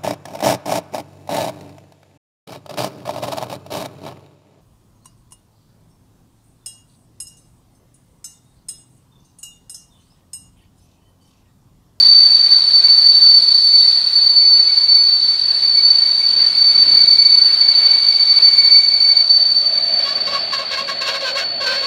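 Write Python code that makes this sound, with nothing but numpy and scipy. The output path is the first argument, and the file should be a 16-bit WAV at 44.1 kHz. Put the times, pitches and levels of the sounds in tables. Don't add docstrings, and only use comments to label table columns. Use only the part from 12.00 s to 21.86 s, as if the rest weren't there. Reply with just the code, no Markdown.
import sys
import numpy as np
from scipy import signal
from scipy.fft import rfft, irfft, next_fast_len
from scipy.io import wavfile
from scipy.ndimage import uniform_filter1d, minimum_filter1d, map_coordinates

SR = 44100
rng = np.random.default_rng(int(sys.argv[2]) if len(sys.argv) > 2 else 0)


def dump(signal):
    limited = np.clip(np.atleast_2d(signal).T, -1, 1)
    pcm = np.round(limited * 32767).astype(np.int16)
    wavfile.write(sys.argv[1], SR, pcm)


def voltage_ratio(level):
    return 10 ** (np.asarray(level, float) / 20)


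N = 434826
TIME = np.arange(N) / SR

# time in seconds, level in dB.
PAD_GRIP = [(0.0, -26.5), (0.16, -31), (1.87, -29), (2.17, -32), (3.51, -33), (5.11, -31), (5.3, -32.5),
            (6.4, -32.5), (7.5, -36), (9.14, -39.5), (9.23, -37), (9.39, -41.5), (9.61, -43.5),
            (9.86, -33.5)]
GRIP_MID_DB = -33
# time in seconds, level in dB.
FAR_SQUEAL = [(0, -11.5), (1.9, -13), (3.02, -16.5), (3.46, -15.5), (3.87, -13.5), (4.37, -14.5),
              (5.43, -11), (5.79, -11.5), (6.89, -12), (7.6, -16), (8.1, -20.5), (8.62, -28), (9.23, -37),
              (9.4, -31.5), (9.86, -30.5)]
# frequency in Hz, density in dB per Hz.
SQUEAL_BAND = [(3900, -120), (4380, -43.5), (4450, -12), (4490, -1.5), (4530, 2.5), (4570, -4.5),
               (4610, -14), (4700, -38), (4800, -120)]
# start in seconds, rise in seconds, length in seconds, peak in dB,
# brightness in dB.
CREAK_BURSTS = [(7.631, 0.016, .05, -36.5, -6), (7.739, .03, 0.079, -39.5, -1), (7.86, .02, .04, -48, 8),
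                (7.994, .012, .03, -41, 8), (8.044, 0.05, 0.096, -28.5, 0),
                (8.16, 0.021, 0.046, -40.5, 3.5), (8.267, .008, .052, -31, 4),
                (8.322, .032, 0.069, -24, -3), (8.524, 0.011, 0.047, -24.5, 0.5),
                (8.58, .016, 0.057, -27, -2), (8.712, 0.029, 0.061, -28, 4.5),
                (8.758, 0.015, .07, -26.5, 0), (8.877, 0.02, .055, -28, 2.5),
                (9.012, 0.0074, 0.042, -28.5, 5), (9.045, 0.045, 0.084, -28.5, 6),
                (9.134, .018, .047, -26, 3), (9.209, .074, 0.11, -31.5, 6.5), (9.353, .03, .085, -31, 8),
                (9.604, 0.02, 0.058, -28.5, 2), (9.652, 0.021, 0.16, -31.5, 7.5),
                (9.765, .015, .04, -25, 0), (9.815, .015, .05, -31, 2.5)]
GRAB_S = 8.13


def unit(x):
    return x / np.sqrt(np.mean(np.abs(x) ** 2) + 1e-20)


def curves(rows):
    s, *cols = np.transpose(rows)
    return [np.interp(TIME, s, c) for c in cols]


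def gate(rows, fade):
    return np.clip(np.minimum(TIME - rows[0][0], rows[-1][0] - TIME) / fade + 1, 0, 1)


def spells(rows):
    return sum(voltage_ratio(db) * gate([(s,), (s + length_s,)], fade=.03) for s, length_s, db in rows)


def wobble(rate):
    coarse_s = TIME[::48]
    knots = rng.standard_normal(int(N * rate / SR) + 4)
    return np.repeat(map_coordinates(knots, [coarse_s * rate]), 48)[:N]


def coloured(x, spectrum):
    m = next_fast_len(len(x) + 8192)
    hz, db = np.transpose(spectrum)
    bins_hz = np.fft.rfftfreq(m, 1 / SR)
    gain_db = np.interp(np.log(bins_hz + 1), np.log(hz + 1), db)
    return irfft(rfft(x, m) * voltage_ratio(gain_db), m)[:len(x)]


def ringing(x, modes):
    m = next_fast_len(N + 8192)
    f = np.fft.rfftfreq(m, 1 / SR)
    response = sum(voltage_ratio(db) * 1j * f * w / (c * c - f * f + 1j * f * w) for c, w, db in modes)
    return irfft(rfft(x, m) * response, m)[:N]


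def rush(spectrum, patchy_db=0, size=(3, 4)):
    x = rng.standard_normal(N)
    if patchy_db:
        z = signal.stft(x, nperseg=1024)[2]
        field = uniform_filter1d(rng.standard_normal(z.shape), size=size[0], axis=0)
        field = uniform_filter1d(field, size=size[1], axis=1)
        x = signal.istft(z * voltage_ratio(patchy_db * unit(field)), nperseg=1024)[1][:N]
    return unit(coloured(x, spectrum))


def motion(pass_s):
    start_m_s, stop_s, track_m, sound_m_s = 3.1, 10.5, 2.8, 343
    speed_m_s = start_m_s * (1 - TIME / stop_s)
    way_m = np.cumsum(speed_m_s) / SR
    ahead_m = np.interp(pass_s, TIME, way_m) - way_m
    return 1 + speed_m_s / sound_m_s * ahead_m / np.hypot(ahead_m, track_m)


def squeal():
    # moment of passing in seconds, pitch at rest in Hz.
    wheels = [(1.0, 4530), (5.0, 4542), (1.0, 4475), (1.05, 4377), (1.0, 4542)]
    # time in seconds, level in dB.
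    singing = [
        [(0, -12.5), (.17, -7), (.42, -14.5), (.68, -11.5), (1.19, -8.5), (1.53, -12.5), (1.87, -11),
         (2.04, -18.5), (2.25, -13.5), (2.55, -8.5), (2.72, -19), (2.92, -9.5), (3.4, -20), (3.91, -11),
         (4.1, -22), (5.4, -13.5), (5.8, -23.5), (6.8, -14)],
        [(3.9, -23), (4.1, -18.5), (5.1, -13.5), (6.1, -22.5), (6.5, -15.5), (7.1, -17.5), (7.6, -16.5),
         (8.5, -26.5), (9.1, -37)],
        [(8.3, -33), (8.65, -32.5), (8.95, -26.5), (9.21, -26.5), (9.6, -23.5), (9.86, -21.5)],
        [(.3, -40), (.6, -27.5), (1.05, -21), (1.2, -31), (1.35, -24), (1.65, -36), (1.8, -33.5), (2.85, -28.5),
         (3.0, -47)],
        [(5.8, -13.5), (6.2, -22.5), (6.5, -18), (7.0, -13.5), (7.2, -23.5), (7.4, -14)],
    ]
    # multiple, level in dB.
    overtones = [(2, 3.5), (3, -13.5)]
    grip_db, far_db = curves(PAD_GRIP)[0], curves(FAR_SQUEAL)[0]
    over_db = -53 + 0.82 * (grip_db - GRIP_MID_DB) + 0.55 * (far_db - FAR_SQUEAL[0][1])
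    tone = voltage_ratio(far_db - 1.5) * rush(SQUEAL_BAND)
    swings = np.zeros((len(overtones), N))
    for (pass_s, rest_hz), rows in zip(wheels, singing):
        hz = rest_hz * motion(pass_s) + 1.594 * wobble(12) + 7 * wobble(40)
        phase = 2 * np.pi * np.cumsum(hz) / SR
        level = np.sqrt(2) * voltage_ratio(curves(rows)[0]) * gate(rows, fade=0.069)
        flicker_db = uniform_filter1d(0.58 + 1.0 * wobble(22), size=64)
        tone = tone + level * voltage_ratio(flicker_db) * np.sin(phase)
        swings = swings + [np.sqrt(level) * np.sin(k * phase) for k, db in overtones]
    for (k, db), swing in zip(overtones, swings):
        far = rush([(k * hz, level_db) for hz, level_db in SQUEAL_BAND])
        tone = tone + voltage_ratio(over_db + db) * (swing * voltage_ratio(2.5 * wobble(30)) + 0.79 * far)
    return tone


def rim_hiss():
    # frequency in Hz, density in dB per Hz.
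    hiss_band = [(2400, -120), (2900, -32), (3500, -16), (3900, -5.5), (4250, 0.5), (4450, 3), (4650, -1.5),
                 (4800, -8), (4950, -13.5), (5900, -26), (6900, -28.5), (7500, -33), (9000, -29.5),
                 (9700, -46.5)]
    # frequency in Hz, width in Hz, level in dB.
    rim_modes = [(5400, 90, -22.5), (6840, 160, -25), (7900, 60, -29.5), (8160, 45, -32), (8505, 30, -29.5),
                 (10650, 70, -37.5), (11300, 250, -40), (12560, 60, -42), (13930, 60, -46)]
    nearly_white = rush([(1, 0), (20000, 0.0082)], patchy_db=4, size=(12, 30))
    hiss = rush(hiss_band, patchy_db=3.0) + voltage_ratio(-7) * ringing(nearly_white, rim_modes)
    return voltage_ratio(curves(PAD_GRIP)[0] + 6.0) * hiss


def rolling():
    # time in seconds, level in dB.
    roll = [(0.0, -51), (0.74, -52), (1.51, -55), (1.81, -53.5), (3.54, -54), (4.69, -49.5), (5.25, -51.5),
            (6.37, -50.5), (6.86, -52.5), (7.69, -51.5), (8.24, -47), (9.86, -49)]
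    # frequency in Hz, density in dB per Hz.
    rumble_band = [(15, -47), (40, -17), (65, -11.5), (95, -5.5), (130, -5.5), (200, -0.5), (330, -4),
                   (450, -5), (600, -31), (900, -120)]
    rail_hum_band = [(40, -120), (62, -10.5), (95, -1.5), (130, -7), (190, -120)]
    pad_band = [(240, -45), (400, -13.5), (834, -11), (1050, -10.5), (1270, -11), (1540, -10), (1950, -10),
                (2990, -11), (3700, -11.5), (4810, -32), (8140, -120)]
    fizz_band = [(8000, -120), (9300, -4), (9700, -13), (10100, -18.5), (10700, -14), (11400, -11.5),
                 (12200, -18), (13500, -15), (14500, -21), (15600, -26)]
    roll_db, grip_db = curves(roll)[0], curves(PAD_GRIP)[0] - GRIP_MID_DB
    shudder = wobble(7)
    rumble = voltage_ratio(roll_db + 1 + 2.3 * wobble(3.7)) * rush(rumble_band)
    hum = voltage_ratio(-53.5 - 1.05 * TIME + 1.2 * wobble(4)) * rush(rail_hum_band)
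    pads = voltage_ratio(roll_db + 14 + 0.2 * grip_db + 1.5 * shudder) * rush(pad_band, patchy_db=2.0)
    fizz_db = -64 + 1.6 * grip_db + 1.4 * shudder + 1.5 * wobble(25)
    return rumble + hum + pads + voltage_ratio(fizz_db) * rush(fizz_band, patchy_db=3, size=(16, 20))


def halved_squeal():
    # start in seconds, length in seconds, level in dB.
    halved = [(0.855, 0.034, -45), (1.727, 0.039, -41), (2.422, 0.045, -44.5), (2.67, 0.345, -44.5),
              (3.332, 0.022, -43.5), (3.637, .03, -46), (3.77, 0.036, -39.5), (4.03, .05, -45),
              (4.214, 0.019, -39), (4.5, 0.28, -44.5), (4.895, .5, -38.5), (5.245, 0.023, -34),
              (5.51, 0.036, -39.5), (5.63, .76, -38.5), (6.45, .4, -33), (6.9, .32, -37.5),
              (7.777, 0.029, -42), (7.867, .04, -48)]
    # frequency in Hz, density in dB per Hz.
    half_band = [(1900, -120), (2130, -22), (2225, -5), (2262, 0), (2300, -6), (2400, -24), (2700, -120)]
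    level = (spells(halved) + voltage_ratio(-62)) * voltage_ratio(1.5 * wobble(45))
    third = voltage_ratio(-16.5) * rush([(3 * hz, db) for hz, db in half_band])
    return level * (rush(half_band) + third)


def grabbing(fade):
    bursts = [gate([(s,), (s + length_s,)], fade) for s, rise_s, length_s, *rest in CREAK_BURSTS]
    return sum(bursts).clip(0, 1)


def groan():
    # frequency in Hz, density in dB per Hz.
    frame_band = [(300, -120), (520, -18), (590, -7.5), (640, 2.5), (720, -4.5), (820, -11.5), (1300, -120)]
    drag_band = [(350, -120), (480, -14.5), (530, -2), (560, 5.5), (590, -3), (640, -27.5), (900, -120)]
    since_s = TIME - GRAB_S
    frame_db = -38 + np.minimum(8.5 * since_s, -1 * since_s)
    drag_db = -43.5 + 6 * since_s - 10.5 * (1 - grabbing(fade=.03))
    frame = voltage_ratio(frame_db + 2.2 * wobble(14)) * rush(frame_band)
    return frame + voltage_ratio(drag_db + 3.0 * wobble(21)) * rush(drag_band)


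def slips(hz, jitter, flicker_db, count=10):
    unsteady_hz = hz * (1 + jitter * wobble(35) + .011 * wobble(150))
    phase = 2 * np.pi * np.cumsum(unsteady_hz) / SR
    partials = [voltage_ratio(flicker_db * wobble(55)) * np.sin(k * phase + 2 * np.pi * rng.random())
                for k in range(1, count + 1)]
    return partials, phase


def creaks():
    # frequency in Hz, level in dB.
    shoe_band = [(1900, -120), (2100, 2), (2500, 0.5), (3000, 1), (3600, 1), (4200, 3), (4700, -5),
                 (5200, -120)]
    grit_band = [(2820, -32.5), (4800, -0.5), (5220, -1.5), (7740, -16.5), (8710, -22), (10100, -47),
                 (15600, -34)]
    scrape_band = [(700, -120), (900, -12), (1200, 1), (1600, 1), (2000, 0.5), (2600, -120)]
    # frequency in Hz, width in Hz, level in dB.
    shoe_modes = [(4090, 83, 3.5), (5100, 64, 0), (5480, 100, -2.5), (5790, 59, -9.5), (6870, 79, -7),
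                  (7330, 54, -12.5), (8700, 120, -10), (9500, 62, -19.5), (10770, 110, -25),
                  (11500, 120, -20), (12600, 60, -21), (13950, 130, -28)]
    # start in seconds, end in seconds.
    hard_grabs = [
        (9.27, 9.34),
        (9.665, 9.75),
    ]
    swell_db, fade_db = 7.5, 10
    rows = []
    for s, rise_s, length_s, db, bright_db in CREAK_BURSTS:
        for at_s, less_db in [(0, swell_db), (min(rise_s, .9 * length_s), 0), (length_s, fade_db)]:
            rows.append((s + at_s, db - less_db, db + bright_db - less_db))
    second_db, upper_db = curves(rows)
    since_s = TIME - GRAB_S
    first_db = second_db - 12 + 4.5 * since_s
    third_db = upper_db - 11 + 5 * since_s
    on = grabbing(fade=0.0033)

    early = np.exp((CREAK_BURSTS[0][0] - TIME).clip(None, 0) / .45)
    hz = 546 + 60 * early
    hz = hz - 36 * sum(gate([(a,), (b,)], fade=0.036) for a, b in hard_grabs)
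    near, phase = slips(hz, jitter=.013, flicker_db=3.5)
    far = slips((.95 + .14 * early) * hz, jitter=.03, flicker_db=4.5)[0]
    first, second, third, *upper = [a + .5 * b for a, b in zip(near, far)]

    grit = rng.standard_normal(N) * voltage_ratio(6.1 * np.cos(phase) + 1.7 * wobble(70))
    upper = unit(coloured(unit(sum(upper)) + 1.2 * unit(grit), shoe_band))
    chatter = voltage_ratio(first_db) * unit(first) + voltage_ratio(second_db) * unit(second)
    chatter = chatter + voltage_ratio(third_db) * unit(third) + voltage_ratio(upper_db) * upper
    chatter = chatter + voltage_ratio(upper_db - 8) * unit(coloured(grit, scrape_band))
    bright = unit(coloured(grit, grit_band)) + 0.73 * unit(ringing(grit, shoe_modes))
    chatter = chatter + voltage_ratio(upper_db - 10.5) * bright
    chatter = on * voltage_ratio(1.2 * wobble(40)) * chatter

    t = np.arange(SR // 4) / SR
    tail = rng.standard_normal(len(t)) * voltage_ratio(-60 * t / 0.18)
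    return chatter + voltage_ratio(-7.5) * signal.fftconvolve(chatter, tail / np.linalg.norm(tail))[:N]


def whine():
    # start in seconds, length in seconds, level in dB.
    whines = [
        (7.998, .1, -39),
        (8.18, .04, -47),
        (8.26, 0.155, -39),
        (9.62, 0.16, -41),
    ]
    # frequency in Hz, width in Hz, level in dB.
    whine_mode = [(5130, 65, 0)]
    tone = ringing(ringing(rng.standard_normal(N), whine_mode), whine_mode)
    return spells(whines) * unit(tone)


def scene():
    mix = squeal() + rim_hiss() + rolling() + halved_squeal() + groan() + creaks() + whine()
    return mix[None]


def top_cut(x):
    return signal.sosfilt(signal.butter(12, 15710, fs=SR, output="sos"), x)


def record(dry):
    need = np.minimum(1, .93 / (np.abs(dry) + 1e-9))
    gain = uniform_filter1d(minimum_filter1d(need, size=441), size=441)
    return top_cut(dry * gain)


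dry = scene()
out = record(dry)
dump(out)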